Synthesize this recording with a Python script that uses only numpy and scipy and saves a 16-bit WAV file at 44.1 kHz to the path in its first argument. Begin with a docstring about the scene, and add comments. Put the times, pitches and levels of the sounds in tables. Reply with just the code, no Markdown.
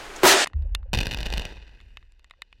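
"""A rush of noise is heard first; it bursts into an overloaded bang that stops abruptly: a quarry blast in light rain.
The bang is shaped noise and heavy low swings driven into saturation. Ground waves follow as decaying sines.
Then the air shocks of the charges crackle in a row, as filtered impulses and pressure pulses, over a deep noise
rumble with a throb, and grainy echoes die away across the pit. Raindrops tick on the housing by ringing its
modes, and a few water plops sound as soft short tones."""
import sys
import numpy as np
from scipy import signal
from scipy.fft import rfft, irfft
from scipy.io import wavfile
from scipy.ndimage import uniform_filter1d

SR = 44100
rng = np.random.default_rng(int(sys.argv[2]) if len(sys.argv) > 2 else 0)


def output_pcm(signal):
    """Save a mono or channel-first signal as 16-bit PCM at the path in sys.argv[1].

    Samples are clipped to [-1, 1] before scaling.
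    """
    pcm = np.clip(np.atleast_2d(signal).T, -1, 1) * 32767
    wavfile.write(sys.argv[1], SR, np.round(pcm).astype(np.int16))


N = 114660
T = np.arange(N) / SR  # time axis, s

# Soft plops of water close by: [t/s, f/Hz, level/dB]
PLOPS = [(.652, 547, -44.5), (0.855, 530, -45), (2.387, 537, -58)]
PLOP_S = 0.003  # time constant

# Raindrops on the housing:
# [t/s, level/dB, brightness/(dB per octave), lower most strongly struck f/Hz, upper most strongly struck f/Hz]
DROPS = [(0.4593, -22.5, -4.5, 1600, 2060), (0.471, -23.5, -7, 1190, 1930), (0.473, -25.5, 6.5, 1400, 2570),
         (0.499, -50, -8, 1300, 1900), (0.5334, -37, -9, 1730, 4300), (0.6225, -49, 0.5, 3350, 4600),
         (0.7495, -11, 4.5, 1270, 3820), (0.8295, -49, -11, 1330, 4070), (1.8029, -41, -2, 2100, 3700),
         (1.8123, -44.5, 0.5, 2600, 7000), (1.9711, -28, -1.5, 2460, 3130), (2.027, -47.5, -6, 2000, 3700),
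         (2.1214, -51.5, 4.5, 6000, 7500), (2.1948, -49.5, 2.5, 1100, 2780),
         (2.2442, -40.5, -1, 1880, 7360), (2.2985, -50, 1.5, 3000, 5500), (2.3097, -31.5, -4, 2220, 3550),
         (2.3367, -48, -8.5, 780, 2000), (2.4199, -22.5, 0, 2120, 3960), (2.5275, -38, -2, 2430, 2900)]
# Modes of the housing that a drop rings: [f/Hz, relative level/dB, 60 dB decay time/s]
DROP_MODES = [(590, -28, 0.014), (1094, -4.5, 0.0086), (1413, -8.5, 0.011), (1854, -9.5, 0.019),
              (2106, -8, 0.014), (2604, -10, 0.019), (2890, -28, 0.065), (2835, -9.5, 0.013),
              (3660, -8, 0.012), (4220, -11.5, 0.01), (4880, -15, 0.01), (5320, -21, 0.006),
              (7050, -16, 0.0053), (11230, -26.5, 0.0058)]
# Frequency response applied to all drops: [f/Hz, level/dB]
DROP_RESPONSE = [(700, -6), (9000, -1.5), (12500, -6.5), (16000, -25)]
BRIGHTNESS_PIVOT_HZ = 2500
MODE_SPREAD = 0.065  # full width of the random detuning, as a fraction of f
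FOCUS_DB, FOCUS_OCTAVES = 6.5, 0.21  # boost of the modes near a struck frequency, and its width
SPLASH_DB, SPLASH_DECAY_S = -9.5, 0.00039
THUD_DB, THUD_S = -25, 0.0015

# Transmission of the housing, for cracks and echoes: [f/Hz, level/dB]
HOUSING = [(100, 7), (180, -0.5), (330, -0.5), (480, -1.5), (740, -5), (900, -3), (1080, -12), (1230, -16),
           (1420, -10.5), (1570, -3), (1750, -5.5), (1950, -3), (2130, -8.5), (2260, -14.5), (2540, 3.5),
           (2720, -2), (2860, 3.5), (3050, -2.5), (3300, -11.5), (3620, 0.5), (3950, -9), (4180, -3),
           (4450, -9), (4730, -5), (5350, -14.5), (5720, -8), (6100, -15), (6500, -19.5), (6900, -15),
           (7400, -19.5), (8100, -19), (9600, -27), (10100, -22), (10800, -27.5), (13000, -25.5),
           (16000, -37)]

# Centre frequencies of the echo bands: [f/Hz]
WASH_HZ = [200, 800, 1900, 3300, 10000]
# Echoes from the pit and falling rock: [t/s, then one level/dB for each band of WASH_HZ]
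WASH_LEVEL = [(.48, -52.5, -62.5, -66.5, -78, -92.5), (.66, -51.5, -56.5, -65, -77, -90),
              (.925, -71, -60.5, -71.5, -83, -90), (.94, -22.5, -29.5, -30.5, -35, -39),
              (1.1, -39.5, -41, -42.5, -45, -52), (1.4, -42, -36, -39, -44, -48.5),
              (1.5, -40.5, -43, -42.5, -47, -52), (1.62, -52, -52, -51, -56, -67),
              (1.9, -59, -68, -58.5, -69.5, -68), (2.1, -69.5, -76, -66.5, -75.5, -76),
              (2.35, -74, -68, -70.5, -73, -81), (2.6, -64.5, -77, -69.5, -70, -78)]
GRAIN_DB, GRAIN_SAMPLES = 2.5, 130  # rms of the level fluctuation, and its averaging span

# Spectral shape of the low rumble: [f/Hz, relative level/dB]
RUMBLE_SPECTRUM = [(15, -23), (28, 2), (42, -3.5), (52, -1), (64, -12), (80, -13.5), (110, -28.5),
                   (200, -51.5), (500, -74.5)]
# Course of the rumble: [t/s, level/dB]
RUMBLE_LEVEL = [(0, -61.5), (.5, -58), (.6, -33.5), (.9, -35), (.96, -24), (1.11, -34), (1.4, -31),
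                (1.5, -38.5), (1.67, -49), (1.9, -45.5), (2.15, -52.5), (2.45, -61), (2.6, -53.5)]
RUMBLE_TOP_HZ = 500
# The even spacing of the charges makes the air throb
THROB_HZ, THROB_DB = 52.1, -29.5
THROB_END_S, THROB_DECAY_S = 1.4, 0.14  # the throb dies away from this time

# Ground waves: [t/s, f/Hz, level/dB, rise time/s, decay time/s]
TREMOR = [(.535, 72.2, -16, 0.017, 0.083), (0.536, 41.4, -17.5, 0.048, 0.12),
          (.69, 46.5, -23.5, 0.014, 0.084)]

# Air shocks of the charges: [t/s, level/dB]
SHOCKS = [(0.9324, -15), (0.9378, -14.5), (.947, -16.5), (.953, -22), (0.956, -31), (0.962, -32),
          (0.9686, -36), (0.9742, -26), (0.9783, -30), (0.9877, -19.5), (0.9886, -18), (1.005, -22.5),
          (1.0091, -21.5), (1.0135, -24), (1.031, -26), (1.0338, -32), (1.053, -36), (1.0572, -27),
          (1.069, -19), (1.081, -36), (1.1114, -28), (1.1147, -30.5), (1.1196, -28), (1.1288, -27.5),
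          (1.1366, -29), (1.1461, -24), (1.173, -28.5), (1.1876, -30), (1.2056, -28.5), (1.2121, -31),
          (1.2305, -29.5), (1.2568, -34), (1.2595, -32.5), (1.263, -28), (1.2678, -29), (1.303, -34),
          (1.3244, -34), (1.3268, -28), (1.338, -22.5), (1.362, -42), (1.3741, -28), (1.3797, -22.5),
          (1.3963, -26), (1.4203, -35.5), (1.4531, -27.5)]
CRACK_DB = 29  # gain of every crack ahead of the housing
SCATTER_DB, SCATTER_DECAY_S = -4, 0.0015
SMALL_PER_S, SMALL_DB = 80, -43  # mean rate of the small cracks; level before CRACK_DB
PUSH_DB, PUSH_S, PUSH_RISE_S = 7.5, 0.0065, 0.0021
THUMP_DB, THUMP_HZ, THUMP_S = 2, 194, 0.0012

# Spectral shape of the opening rush: [f/Hz, relative level/dB]
RUSH_SPECTRUM = [(20, 8.5), (55, -3.5), (110, -11), (260, -9), (420, 2), (560, -6.5), (900, -4.5),
                 (1290, -5.5), (2400, -10.5), (4300, -18.5), (7000, -22.5), (10000, -31), (16000, -45.5)]
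# Course of the rush, before saturation: [t/s, level/dB]
RUSH_LEVEL = [(0, -38), (.06, -38.5), (.15, -38.5), (.21, -37.5), (.233, -30.5)]
# Spectral shape of the dark boom: [f/Hz, relative level/dB]
BOOM_SPECTRUM = [(30, -21.5), (150, -33), (235, -7), (375, 4), (520, -11.5), (680, 1), (820, -6),
                 (945, -0.5), (1130, -11.5), (1400, -0.5), (1650, -17), (1980, -7.5), (2400, -23),
                 (6000, -24), (16000, -41.5)]
# Spectral shape of the bright roar: [f/Hz, relative level/dB]
ROAR_SPECTRUM = [(30, -24.5), (110, -25.5), (200, -13.5), (290, -10), (390, 2), (500, -5), (660, 5),
                 (900, -2), (1200, -5), (1850, 2.5), (2080, -4.5), (2450, -2), (5000, -7), (8000, -11.5),
                 (11000, -25.5), (16000, -57.5)]
# Course of the bang, before saturation: [t/s, boom level/dB, roar level/dB]
BANG_LEVEL = [(.233, -2, -30.5), (.25, 4, -19.5), (.272, -4.5, -4.5), (.29, -12.5, -8), (.325, -19.5, -9.5),
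              (.355, -18.5, -18), (.42, -43.5, -18.5), (.445, -61, -22.5)]
# Front of the bang, heavy swings that swamp the roar: [f/Hz, relative level/dB, swell time/s]
FRONT = [(369.7, 13, 0.0039), (137, -1, .002)]
# Response of the overloaded input, after saturation: [f/Hz, level/dB]
OVERLOAD_RESPONSE = [(20, 3.5), (100, -8), (220, -2.5), (1700, -0.5), (8000, 1.5), (14000, 4.5)]
BANG_START_S, BANG_END_S = 0.2333, 0.4467
CUT_RAMP_S = 0.0018
CUT_DB, CUT_DECAY_S = -23, 0.015  # residue left after the cut
SPIT_S, SPIT_DB, SPIT_DECAY_S = 0.1615, -37.5, 0.008
OVERLOAD = 0.33  # saturation amplitude of the bang

CEILING = 0.19  # limiting amplitude of all other sounds
SIDE_DB = -48.5
MIC_LOW_HZ, EDGE_HZ = 21.2, 16000


def amp(db):
    """Decibel law: the amplitude ratio of a level difference."""
    return 10 ** (np.asarray(db) / 20)


def unit(x):
    """Normalisation to unit rms."""
    return x / np.sqrt(np.mean(x ** 2) + 1e-20)


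def level(rows, axis=1):
    """Envelope: gain over time, interpolated linearly in level from one column."""
    rows = np.array(rows)
    return amp(np.interp(T, rows[:, 0], rows[:, axis]))


def response(hz, points):
    """Magnitude response: gain at each frequency, interpolated in level on a logarithmic axis."""
    f, db = np.transpose(points)
    return amp(np.interp(np.log(hz + 1), np.log(f), db))


def colour(x, points):
    """Minimum-phase filtering: the log gain and its Hilbert transform fix a causal response."""
    hz = abs(np.fft.fftfreq(4096, 1 / SR))
    log_gain = np.log(response(hz, points))
    log_spectrum = np.conj(signal.hilbert(log_gain))
    taps = np.fft.ifft(np.exp(log_spectrum)).real
    return signal.fftconvolve(x, taps[:len(taps) // 2])[:len(x)]


def noise(points):
    """Spectral shaping: white Gaussian noise weighted in frequency, at unit rms."""
    hz = np.fft.rfftfreq(N, 1 / SR)
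    white = rfft(rng.standard_normal(N))
    return unit(irfft(white * response(hz, points), N))


def steadied(x, span_s):
    """Running normalisation: division by the local rms evens out slow chance swells."""
    size = max(int(span_s * SR), 2)
    power = uniform_filter1d(uniform_filter1d(x ** 2, size), size)
    return x / np.sqrt(abs(power) + 1e-12)


def add(mix, s, sound):
    """Superposition: sums a sound into the mix from time s."""
    part = mix[round(s * SR):][:len(sound)]
    part += sound[:len(part)]


def plops():
    """Damped oscillation: a sine under a quadratic rise and exponential decay gives a rounded tone."""
    out = np.zeros(N)
    t = np.arange(SR // 10) / SR
    envelope = (t / PLOP_S) ** 2 * np.exp(-t / PLOP_S)
    for s, hz, db in PLOPS:
        add(out, s, amp(db) * envelope * np.sin(2 * np.pi * hz * t))
    return out


def drops():
    """Modal excitation: each drop thuds, splashes and rings the plastic housing, its place weighting the modes."""
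    out = np.zeros(N)
    t = np.arange(SR // 10) / SR
    hz, db, t60 = np.array(DROP_MODES).T[:, :, None]
    sign = (-1) ** np.arange(len(hz))[:, None]  # neighbouring modes start in opposite directions
    thud = amp(THUD_DB) * t / THUD_S * np.exp(-t / THUD_S)
    for s, size_db, bright_db, *struck_hz in DROPS:
        own_hz = hz * (1 + MODE_SPREAD * (rng.random(hz.shape) - .5))
        focus = sum(np.exp(-(np.log2(hz / f) / FOCUS_OCTAVES) ** 2) for f in struck_hz)
        tilt_db = bright_db * np.log2(hz / BRIGHTNESS_PIVOT_HZ)
        own_db = db + tilt_db + FOCUS_DB * focus
        modes = sign * amp(own_db - 60 * t / t60) * np.sin(2 * np.pi * own_hz * t)
        ring = modes.sum(0)
        splash_gain = amp(SPLASH_DB + 2 * bright_db)  # brighter drops splash more
        splash = splash_gain * rng.standard_normal(len(t)) * np.exp(-t / SPLASH_DECAY_S)
        add(out, s, amp(size_db) * (thud + ring + splash))
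    return colour(out, DROP_RESPONSE)


def wash():
    """Diffuse reflection: grainy noise in overlapping bands, each with its own level, for echoes and falling rock."""
    fluctuation = unit(uniform_filter1d(rng.standard_normal(N), size=GRAIN_SAMPLES))
    grain = amp(GRAIN_DB * fluctuation)
    spectrum = rfft(unit(colour(rng.standard_normal(N) * grain, HOUSING)))
    hz = np.fft.rfftfreq(N, 1 / SR)
    place = np.interp(np.log(hz + 1), np.log(WASH_HZ), np.arange(len(WASH_HZ)))
    out = np.zeros(N)
    for k in range(len(WASH_HZ)):
        weight = np.maximum(1 - abs(place - k), 0)  # triangular crossfade between bands
        out += irfft(spectrum * weight, N) * level(WASH_LEVEL, axis=k + 1)
    return out


def rumble():
    """Low-frequency radiation: heaving rock as deep noise, with a periodic throb from the first shock on."""
    lowpass = signal.butter(4, RUMBLE_TOP_HZ, fs=SR, output="sos")
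    deep = signal.sosfilt(lowpass, noise(RUMBLE_SPECTRUM))
    t = np.maximum(T - SHOCKS[0][0], 0)
    after = np.maximum(T - THROB_END_S, 0)
    throb = amp(THROB_DB) * np.exp(-after / THROB_DECAY_S) * np.sin(2 * np.pi * THROB_HZ * t)
    return steadied(deep, .04) * level(RUMBLE_LEVEL) + throb


def tremor():
    """Beating: decaying ground waves of neighbouring low frequencies superpose ahead of the air shocks."""
    out = np.zeros(N)
    for s, hz, db, rise, decay in TREMOR:
        envelope = (1 - np.exp(-(T / rise) ** 2)) * np.exp(-T / decay)
        add(out, s, amp(db) * envelope * np.sin(2 * np.pi * hz * T))
    return out


def shocks():
    """Blast pulses: each charge gives a crack scattered by the ground, a thump and a low push of air."""
    firing = (T > SHOCKS[0][0]) & (T < SHOCKS[-1][0])
    # small cracks fall at random in between
    cracks = amp(SMALL_DB + CRACK_DB) * (rng.random(N) < SMALL_PER_S / SR) * firing
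    pushes = np.zeros(N)
    t = np.arange(SR // 16) / SR
    u = t / PUSH_S
    # overpressure, then suction, with a rounded onset
    push = amp(PUSH_DB) * (1 - u) * np.exp(-u) * (1 - np.exp(-t / PUSH_RISE_S))
    thump = amp(THUMP_DB) * t / THUMP_S * np.exp(-t / THUMP_S) * np.sin(2 * np.pi * THUMP_HZ * t)
    for s, db in SHOCKS:
        scatter = rng.standard_normal(len(t)) * np.exp(-t / SCATTER_DECAY_S)
        crack = amp(SCATTER_DB) * scatter / np.linalg.norm(scatter)
        crack[0] -= 1  # the direct impulse
        add(cracks, s, amp(db + CRACK_DB) * crack)
        add(pushes, s, amp(db) * (push - thump))
    return colour(cracks, HOUSING) + pushes


def bang():
    """Saturation: a rush, then a heavy front and a boom turning to roar overload the input and stop short."""
    rush = steadied(noise(RUSH_SPECTRUM), 0.021) * level(RUSH_LEVEL) * (T < BANG_START_S)
    # a brief bright spit of noise within the rush
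    spit_decay = (T > SPIT_S) * np.exp(-abs(T - SPIT_S) / SPIT_DECAY_S)
    spit = noise([(1500, -10.0), (7000, 13.0), (16000, -23.0)]) * amp(SPIT_DB) * spit_decay
    t = np.maximum(T - BANG_START_S, 0)
    front = np.zeros(N)
    for hz, db, swell in FRONT:
        front -= amp(db) * (t / swell) ** 2 * np.exp(-t / swell) * np.sin(2 * np.pi * hz * t)
    boom = steadied(noise(BOOM_SPECTRUM), 0.015) * level(BANG_LEVEL, axis=1)
    roar = steadied(noise(ROAR_SPECTRUM), 0.019) * level(BANG_LEVEL, axis=2)
    held = np.clip((BANG_END_S - T) / CUT_RAMP_S + .5, 0, 1)
    residue = amp(CUT_DB) * np.exp(-abs(T - BANG_END_S) / CUT_DECAY_S)
    gate = (T >= BANG_START_S) * np.maximum(held, residue)
    drive = rush + spit + (front + boom + roar) * gate
    return colour(OVERLOAD * np.tanh(drive / OVERLOAD), OVERLOAD_RESPONSE)


def rounded(x, ceiling):
    """Soft limiting: small swings stay linear, peaks flatten towards the ceiling."""
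    return x / np.sqrt(np.sqrt(1 + np.square(np.square(x / ceiling))))


def scene():
    """Superposition and limiting: the microphone rounds the peaks; a faint derivative makes left and right differ."""
    background = plops() + drops() + wash() + rumble()
    mid = rounded(background + tremor() + shocks(), CEILING) + bang()
    side = amp(SIDE_DB) * np.gradient(mid)
    return np.array([mid + side, mid - side])


def record(dry):
    """Band limitation: the microphone's first-order low cut and a steep upper edge."""
    thinned = signal.lfilter(*signal.butter(1, MIC_LOW_HZ, "high", fs=SR), dry)
    taps = signal.firwin(511, EDGE_HZ, window=("kaiser", 9), fs=SR)
    return signal.oaconvolve(thinned, taps[None], "same")


dry = scene()
out = record(dry)
output_pcm(out)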